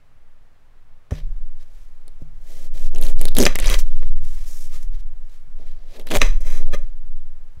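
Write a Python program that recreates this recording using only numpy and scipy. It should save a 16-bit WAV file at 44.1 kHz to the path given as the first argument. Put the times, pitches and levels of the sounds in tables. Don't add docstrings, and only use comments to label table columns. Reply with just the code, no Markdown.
import sys
import numpy as np
from scipy import signal
from scipy.fft import rfft, irfft, next_fast_len
from scipy.io import wavfile
from scipy.ndimage import uniform_filter1d

SR = 44100
rng = np.random.default_rng(int(sys.argv[2]) if len(sys.argv) > 2 else 0)


def unload_audio(sound):
    columns = np.transpose(np.atleast_2d(sound))
    steps = np.round(np.clip(columns, -1, 1) * 32767)
    wavfile.write(sys.argv[1], SR, steps.astype(np.int16))


N = 335160

# pitch in Hz, relative level in dB,
# longest time to fade by 60 dB in seconds; each use shortens it.
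BOARD = [(202, -7.5, 0.057), (253, -0.5, 0.12), (310, -14.5, 0.09), (426, 2, 0.05), (500, -3.5, 0.083),
         (573, 2.5, 0.076), (631, -5.5, 0.046), (740, -6, 0.054)]
# pitch in Hz, relative level in dB,
# longest time to fade by 60 dB in seconds; each use shortens it.
BLADE = [(1222, -4, 0.04), (1806, -5.5, 0.043), (2068, -1, 0.034), (2440, 3, 0.01), (3320, -1.5, 0.019),
         (3960, -2.5, .03), (5150, -4.5, 0.01), (5994, 1, 0.024), (7500, -16.5, .03), (9100, -23, .02)]
# pitch in Hz, relative level in dB, longest time to fade by 60 dB in seconds.
HANDLE = (565, 0, .025)


def amp(db):
    return 10 ** (np.asarray(db) / 20)


def rms_one(x):
    return x / np.sqrt(np.mean(x ** 2) + 1e-20)


def in_time(rows):
    s, *columns = np.transpose(rows)
    return [np.interp(np.arange(N) / SR, s, column) for column in columns]


def band(x, low_hz, high_hz):
    limits = [low_hz, min(high_hz, .45 * SR)]
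    return signal.sosfilt(signal.butter(2, limits, "band", fs=SR, output="sos"), x)


def ring(x, hz, t60):
    shrink = amp(-60 / (t60 * SR))
    turn = 2 * np.pi * hz / SR
    return signal.lfilter([0, np.sin(turn)], [1, -2 * shrink * np.cos(turn), shrink ** 2], x + 1e-18)


def ring_all(x, modes, t60_share):
    return sum(amp(level_db) * ring(x, hz, t60_share * t60) for hz, level_db, t60 in modes)


def colour(x, spectrum):
    hz, level_db = np.transpose(spectrum)
    f = np.arange(N // 2 + 1) * SR / N + 1
    gain_db = np.interp(np.log(f), np.log(hz), level_db, -90, -90)
    return rms_one(irfft(rfft(x) * amp(gain_db), N))


def grains(per_s, spread_db):
    sizes = amp(spread_db * np.minimum(rng.exponential(1, N), 4)) * rng.choice([-1, 1], N)
    return rms_one(sizes * (rng.random(N) < per_s / SR))


def during(spans):
    t = np.arange(N) / SR
    return uniform_filter1d(sum((t > start) & (t < end) for start, end in spans) * 1., size=400)


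def stroke_levels():
    # start of hold,
    # rise, hold and fall in seconds, then scrape, hiss and judder level in dB during the hold.
    strokes = [(1.112, .004, 0.073, 0.072, -50, -60.5, -51.5), (1.61, 0.046, .02, 0.045, -61.5, -64.5, -64),
               (1.747, 0.22, 0.094, 0.16, -68, -68.5, -75), (2.08, 0.026, .004, 0.036, -68, -79, -55),
               (2.221, 0.043, .004, .01, -66, -65, -54), (2.502, 0.14, 0.16, 0.049, -56, -55, -54),
               (2.753, 0.038, 0.12, 0.052, -53.5, -53, -51), (2.945, .035, 0.058, 0.054, -57, -62, -41),
               (3.024, .03, 0.079, 0.045, -45, -43.5, -42),
               (3.204, 0.041, 0.055, 0.047, -44.5, -47.5, -40.5), (3.317, .03, .004, 0.019, -54, -55, -48),
               (3.367, 0.02, 0.0066, .03, -34.5, -40, -30), (3.39, 0.025, 0.042, 0.031, -27, -25.5, -16),
               (3.454, .008, .003, .012, -33, -40, -23), (3.465, 0.014, 0.0034, 0.025, -21, -44, -20.5),
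               (3.484, .012, 0.029, 0.068, -36.5, -64, -43), (3.562, .012, 0.0011, 0.0067, -23.5, -65, -45),
               (3.599, 0.022, 0.0061, .03, -32, -51, -38.5), (3.622, .02, 0.028, .03, -37.5, -49, -41),
               (3.665, 0.054, .024, .02, -31, -41, -46), (3.702, .01, 0.046, 0.035, -28.5, -35.5, -35),
               (3.789, 0.029, 0.013, 0.031, -40.5, -35.5, -50),
               (3.825, 0.043, 0.27, 0.12, -60.5, -64, -60.5), (4.244, 0.081, 0.23, .06, -58, -55.5, -74.5),
               (4.475, 0.027, 0.036, .1, -57.5, -47.5, -61), (4.537, .1, 0.12, 0.069, -58, -49.5, -63),
               (4.747, 0.093, 0.0037, 0.11, -49.5, -48.5, -54), (4.832, 0.069, .004, 0.046, -60, -54, -82),
               (4.949, 0.066, 0.0026, 0.042, -57, -62, -59),
               (4.997, 0.032, 0.0023, 0.039, -58, -60.5, -72.5), (5.338, 0.16, .004, 0.13, -62, -63, -77.5),
               (5.595, 0.032, .045, 0.074, -63, -71, -54.5), (5.687, .1, 0.0056, 0.18, -59.5, -67, -64),
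               (5.79, .08, 0.047, .1, -67.5, -81, -60.5), (5.957, 0.14, 0.0078, 0.039, -49, -56.5, -47),
               (5.997, 0.053, 0.0044, 0.057, -59, -57, -41), (6.053, .012, .003, .02, -70.5, -72, -45),
               (6.071, 0.0076, 0.0037, 0.02, -40.5, -52, -44),
               (6.115, 0.022, 0.044, 0.042, -30, -35.5, -23), (6.161, 0.03, 0.0056, 0.022, -25, -26, -24.5),
               (6.214, 0.012, 0.017, 0.041, -24.5, -55, -28.5), (6.25, .02, .004, 0.12, -32, -50, -42),
               (6.411, 0.012, .004, 0.037, -54.5, -51, -47), (6.468, 0.08, 0.11, .1, -44.5, -50, -48),
               (6.608, 0.036, 0.019, 0.061, -58, -70, -43.5), (6.683, 0.049, 0.0045, 0.12, -58.5, -66, -46),
               (6.735, 0.016, .015, 0.019, -39.5, -47, -50), (6.763, .02, .01, 0.21, -57, -67, -59)]
    swell_db = 25
    resting_from_s, resting_db = 1.11, -76
    t = np.arange(0, N, 20) / SR
    power = np.tile(amp(2 * resting_db) * (t > resting_from_s) + 1e-12, (3, 1))
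    for s, rise, hold, fall, *levels_db in strokes:
        below = np.maximum((s - t) / rise, 0) + np.maximum((t - s - hold) / fall, 0)
        power += amp(2 * (np.array(levels_db)[:, None] - swell_db * below))
    return [np.interp(np.arange(N) / SR, t, 10 * np.log10(p)) for p in power]


def flesh_slips():
    # time in seconds, typical slips per second, muffled share from 0 to 1.
    slip_rows = [(3.3, 390, 0.3), (3.38, 280, 0.6), (3.44, 340, 0.6), (3.6, 420, .3), (6.05, 420, 0.2),
                 (6.11, 255, .3), (6.14, 340, 0.2), (6.165, 520, 0), (6.3, 560, 0.2)]
    per_s, muffled = in_time(slip_rows)
    muffled = np.clip(muffled, 0, 1)
    uneven = np.repeat(rng.normal(0, 1, (2, N // 100 + 1)), 100, axis=1)[:, :N]
    count = np.floor(np.cumsum(per_s * np.exp(.3 * uneven[0])) / SR)
    slips = np.diff(count, prepend=0) * amp(3 * np.clip(uneven[1], -2, 1.5))
    slips = band(slips, 72, 1100)
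    return (1 - muffled) * slips + muffled * amp(4.5) * band(slips, 150, 470)


def rubbing():
    # start in seconds, end in seconds.
    sawing_spans = [(2.899, 3.46), (3.549, 3.62), (5.941, 6.19)]
    # start in seconds, end in seconds.
    wood_spans = [(1.1, 1.15), (3.466, 3.55), (3.66, 3.78), (6.2, 6.62), (6.72, 6.85)]
    # frequency in Hz, relative level in dB per Hz.
    scrape_spectrum = [(500, -23), (900, -2), (1500, -2.5), (2500, 2), (4000, 2.5), (5500, -3.5),
                       (8000, -42.5)]
    # frequency in Hz, relative level in dB per Hz.
    hiss_spectrum = [(3500, -19.5), (5500, -1.5), (7000, -2), (9000, -6), (12000, -6.5), (15800, -12)]
    flutter_hz, flutter_db = 35.8, 1.5
    scrape_db, hiss_db, judder_db = stroke_levels()
    sawing, on_wood = during(sawing_spans), during(wood_spans)

    grit = sawing * np.clip((scrape_db + 57) / 18, 0, .9)
    tears = signal.lfilter([1], [1, -.96], np.abs(grains(900, 6.1)))
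    tears = rms_one(tears * rng.standard_normal(N))
    smooth = np.sqrt(1 - grit) * rng.standard_normal((2, N))
    gritty = np.sqrt(grit) * tears
    low, high = smooth[0] + gritty, smooth[1] - gritty

    steel = sum(amp(level_db) * ring(low, hz, .5 * t60) / np.sqrt(t60) for hz, level_db, t60 in BLADE)
    ringing = amp(-8 + 16 * on_wood)
    scrape = colour(low, scrape_spectrum) + ringing * rms_one(steel)
    scrape = scrape / np.sqrt(1 + ringing ** 2)
    hiss = colour(high, hiss_spectrum)

    judder = ring_all(flesh_slips(), BOARD, 0.55)
    drone = ring(low, HANDLE[0], 0.014) + amp(-5) * ring_all(low, BOARD, 0.064)
    judder = sawing * rms_one(judder) + (1 - sawing) * rms_one(drone)
    wobble = rms_one(band(rng.standard_normal(N), flutter_hz / 2, flutter_hz * 2))
    flutter = amp(flutter_db * wobble)
    return flutter * (amp(scrape_db) * scrape + amp(hiss_db) * hiss) + amp(judder_db) * judder


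def snaps():
    # start in seconds, relative peak level in dB, pitch in Hz,
    # brightness (crack against tone) in dB.
    snap_rows = [(1.1095, -27.5, 1700, -23), (1.12, -35, 1650, -14), (2.08, -29.5, 4000, 6.5),
                 (2.8683, -34, 4600, -8), (2.9161, -38.5, 1780, 1), (2.9483, -23.5, 6100, -9),
                 (2.96, -24, 3320, -2), (2.9841, -19.5, 3440, 6.5), (3.0134, -17.5, 10290, 3),
                 (3.0248, -15, 3800, -1.5), (3.0369, -15.5, 3240, 8), (3.0659, -20, 3670, -4),
                 (3.085, -19, 3490, 1), (3.193, -27, 4570, -1), (3.2137, -4.5, 9300, 2),
                 (3.254, -8.5, 3930, 5), (3.2817, -16.5, 4260, -18), (3.286, -16, 3600, -1.5),
                 (3.3511, -14.5, 4270, 3.5), (3.3677, -4.5, 3640, -0.5), (3.3856, 4.5, 3420, 9.5),
                 (3.389, -11, 11330, 4), (3.4017, -4, 5205, -21), (3.412, -6.5, 5333, -16),
                 (3.418, -8, 5170, -15), (3.4264, -5.5, 5120, -2), (3.4533, 1, 5440, -25),
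                 (3.4649, 2, 2600, -17), (3.4783, -17.5, 2500, 0), (3.556, -4, 2410, 4),
                 (3.5879, -7.5, 2252, 1.5), (3.6007, -6.5, 2176, 24), (3.6245, -19, 2130, -17),
                 (3.6327, -24, 2260, -17), (3.6425, -15, 2370, -12), (3.658, -12.5, 4020, -12),
                 (3.6597, -12, 3960, 5), (3.671, -9.5, 5560, -18), (3.681, -12.5, 5100, -15.5),
                 (3.6906, -12, 2500, -23), (3.6995, -5, 3440, 0), (3.7397, -10.5, 3400, -12),
                 (3.7416, -6, 3660, -28), (3.788, -18.5, 5934, -16), (4.958, -46, 2339, -5),
                 (5.671, -39, 2170, -2), (5.9972, -27, 3100, -5.5), (6.013, -33, 3144, -4),
                 (6.0702, -24, 3763, 6), (6.088, -23, 3370, -2), (6.1046, -20, 3600, -12),
                 (6.116, -14.5, 2873, -13), (6.1247, -20, 3830, -9), (6.1587, -9.5, 2174, -17),
                 (6.2003, -25, 5990, -28), (6.2163, -0.5, 2950, -22), (6.4066, -31, 10500, -7)]
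    length = 600
    out, nudges, t = np.zeros(N + length), np.zeros(N), np.arange(length) / SR
    for s, level_db, hz, bright_db in snap_rows:
        noise = rng.standard_normal(length)
        crack = band(noise * np.exp(-t / 0.00043), 6500, 12500)
        tone = band(noise * np.exp(-t / 0.0023), hz / 1.26, hz * 1.203)
        wide = band(noise * np.exp(-t / 0.0022), 1200, 8000)
        snap = amp(bright_db) * rms_one(crack) + rms_one(tone) + amp(-3.5) * rms_one(wide)
        i = round(s * SR)
        out[i:i + length] += amp(level_db - 4.0) * snap / np.abs(snap).max()
        nudges[i] = amp(level_db - 25)
    steel = amp(-2.5) * ring_all(nudges, BLADE, 0.1)
    wood = ring_all(nudges, BOARD, 0.17)
    return out[:N] + steel + wood


def knocks():
    # start in seconds, relative level in dB, extra level of the blade
    # edge in dB, reach (the pitch where the blow has halved) in Hz.
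    knock_rows = [(1.1083, -31, 9, 2960), (1.1179, -14.5, -16, 680), (3.4643, -9.5, 12.5, 9220),
                  (5.594, -35.5, -12, 914), (6.2164, -12.5, 18, 9000)]
    s, level_db, edge_db, reach_hz = np.transpose(knock_rows)
    at, out = np.round(s * SR).astype(int), np.zeros(N)
    luck_db = rng.normal(0, 1.1, (len(at), len(BOARD) + len(BLADE)))
    strikes = [(mode, level_db - 7.5) for mode in BOARD]
    strikes += [(mode, level_db + edge_db - 13.0) for mode in BLADE]
    for k, ((hz, mode_db, t60), blow_db) in enumerate(strikes):
        clicks = np.zeros(N)
        strength = amp(blow_db + mode_db + luck_db[:, k])
        clicks[at] = strength * (-1) ** k / (1 + (hz / reach_hz) ** 2)
        out += ring(clicks, hz, 0.61 * t60)
    return out


def flicks():
    # centre in seconds, half width (one standard deviation) in seconds,
    # relative level in dB, extra level of the blade modes in dB, reach (pitch where it has halved) in Hz.
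    flick_rows = [(4.028, 0.0034, -31, 2.5, 1470), (4.183, 0.0015, -55, 9.5, 4020),
                  (4.376, 0.0053, -62.5, 18.5, 2600), (4.745, 0.017, -53, 13.5, 1410),
                  (6.741, 0.0076, -16, -7.5, 3440)]
    t, chatter, out = np.arange(N) / SR, grains(6000, 0.98), np.zeros(N)
    for k, (hz, mode_db, t60) in enumerate([HANDLE] + BLADE):
        swell = np.zeros(N)
        for s, width, level_db, treble_db, reach_hz in flick_rows:
            height = amp(level_db + (treble_db if k else 0))
            swell += height * np.exp(-.5 * ((t - s) / width) ** 2) / (1 + (hz / reach_hz) ** 2)
        out += amp(mode_db - 26.5) * ring(swell * chatter, hz, 0.94 * t60)
    return out


def kitchen(x):
    t60_s, wall_cut_hz = 0.3, 3900
    size = next_fast_len(N + SR)
    w = 2 * np.pi * np.arange(size // 2 + 1) / size
    dull = 1 / np.sqrt(1 + (w * SR / (2 * np.pi * wall_cut_hz)) ** 2)
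    response = 0
    for k, lag in enumerate(rng.uniform(0.0096, .03, 8) * SR):
        one_round = amp(-60 * lag / SR / t60_s) * dull ** 0.43 * np.exp(-1j * w * round(lag))
        response = response + (-1) ** k * one_round / (1 - one_round)
    return irfft(rfft(x, size) * response, size)[:N]


def bumps():
    # start in seconds, starting level of the push in dB,
    # pitch in Hz, time to fade by 60 dB in seconds, hum of the top in dB, tone of the frame in dB.
    bump_rows = [(1.106, -37, 59.1, 0.013, -74, -63), (1.118, -3.5, 79, 0.051, -31, -27),
                 (2.217, -25.5, 103, 0.062, -45, -37), (2.217, -21.5, 258, 0.022, -49, -60),
                 (2.74, -45, 70, .06, -63, -37), (3.4, -19, 91, 0.2, -28, -36),
                 (4.155, -28, 79, 0.13, -62.5, -45), (4.224, -28.5, 95.9, 0.14, -59, -39),
                 (4.742, -29, 60, 0.059, -62, -30.5), (4.954, -33, 72.3, 0.16, -72.5, -39.5),
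                 (5.475, -32.5, 100.6, 0.033, -62.5, -55), (6.16, -18.5, 59, 0.12, -32.5, -25),
                 (6.218, -31, 70.7, 0.095, -64, -50), (7.572, -21, 70.1, 0.037, -52, -45)]
    top_hz, top_t60_s = 153.5, .5
    frame_hz, frame_t60_s = 42, .65
    out, t = np.zeros(N), np.arange(N) / SR
    for s, level_db, hz, t60, hum_db, frame_db in bump_rows:
        u = np.clip(t - s, 0, 1)
        onset = 1 - np.exp(-u / 0.0038)
        out -= amp(level_db - 60 * u / t60) * onset * np.sin(2 * np.pi * hz * u)
        out += amp(hum_db - 60 * u / top_t60_s) * np.sin(2 * np.pi * top_hz * u)
        out += amp(frame_db - 60 * u / frame_t60_s) * np.sin(2 * np.pi * frame_hz * u) * (u < 1)
    return out


def table():
    # time in seconds, level (rms) in dB.
    sway = [(0.0, -48), (0.3, -34), (0.7, -51.5), (0.92, -31.5), (1.12, -50), (1.25, -24.5), (1.5, -15),
            (1.75, -33), (2.0, -25.5), (2.4, -26.5), (2.87, -7), (3.22, -2), (3.62, -12), (3.9, -5),
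            (4.15, -5.5), (4.47, -18.5), (4.7, -13.5), (5.15, -19), (5.38, -27), (5.7, -16.5), (5.9, -32.5),
            (6.22, -6.5), (6.38, -11), (6.65, -3.5), (6.95, -19.5), (7.15, -13), (7.6, -31.5)]
    # start in seconds, twist of the legs in dB (rms at its height),
    # shake of the top in dB (likewise), pitch of the shake in Hz, rumble in dB.
    jolts = [(0.3, -65, -55, 29.7, -77), (0.58, -42.5, -63, 28.2, -74), (1.16, -27.5, -23, 27.06, -44),
             (1.66, -55, -38, 27.3, -68), (2.021, -55, -41, 25.8, -65), (2.26, -51, -36, 25.6, -54.5),
             (2.681, -20, -31.5, 26.5, -51), (2.952, -30, -21, 28.8, -44), (3.3, -26, -19.5, 30, -37),
             (3.578, -17.5, -12.5, 28.87, -40), (3.969, -30.5, -23.5, 29.4, -56),
             (4.261, -51.5, -27, 26.86, -51.5), (4.789, -25, -23, 28.1, -62.5),
             (5.051, -37.5, -35.5, 28.5, -61), (5.42, -30, -38, 26.4, -56.5), (5.7, -31, -40.5, 26, -60),
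             (6.15, -22, -12.5, 26.56, -39.5), (6.401, -35, -27, 26.5, -50.5),
             (6.681, -31, -26.5, 28.3, -55), (6.951, -34.5, -35, 27.5, -61.5),
             (7.3, -46.5, -40.5, 26.1, -67.5)]
    sway_hz, twist_hz = 10.0, 16.3
    rises_s = .16, 0.11, 0.068
    rumble_floor_db = -66.5
    t = np.arange(0, N, 20) / SR
    sway_level = uniform_filter1d(amp(np.interp(t, *np.transpose(sway))), size=150)
    motion = sway_level * np.sin(2 * np.pi * sway_hz * t)
    rumble_power = amp(2 * rumble_floor_db)
    for s, twist_db, shake_db, shake_hz, rumble_db in jolts:
        u = np.maximum(t - s, 0)
        twist, shake, swell = ((u / rise * np.exp(1 - u / rise)) ** 2 for rise in rises_s)
        motion += amp(twist_db) * twist * np.sin(2 * np.pi * twist_hz * t)
        motion += amp(shake_db) * shake * np.sin(2 * np.pi * shake_hz * u)
        rumble_power = rumble_power + (amp(rumble_db) * swell) ** 2
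    motion, rumble = (uniform_filter1d(np.interp(np.arange(N) / SR, t, x), size=40)
                      for x in (motion, np.sqrt(rumble_power)))
    rumble_noise = rms_one(band(rng.standard_normal(N), 51, 110))
    total = np.sqrt(2) * motion + bumps() + rumble * rumble_noise
    return total / (1 + (total / .93) ** 8) ** (1 / 8)


def room_air():
    # frequency in Hz, relative level in dB per Hz.
    air_spectrum = [(21, -32), (35, 1.5), (132, -13.5), (167, -9.5), (189, -31.5), (221, -16), (359, -23.5),
                    (440, -20), (554, -19.5), (1360, -23), (1460, -24.5), (1710, -24), (5000, -37.5),
                    (15800, -47)]
    return amp(-59.5) * colour(rng.standard_normal(N), air_spectrum)


def scene():
    hits = snaps() + knocks() + flicks()
    echoes = amp(-24.5) * kitchen(hits)
    cutting = rubbing() + hits + echoes
    return (cutting + table() + room_air())[None]


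def record(dry):
    clipped = np.clip(dry, -1, 1)
    return signal.sosfilt(signal.cheby2(24, 60, 16300, fs=SR, output="sos"), clipped)


dry = scene()
out = record(dry)
unload_audio(out)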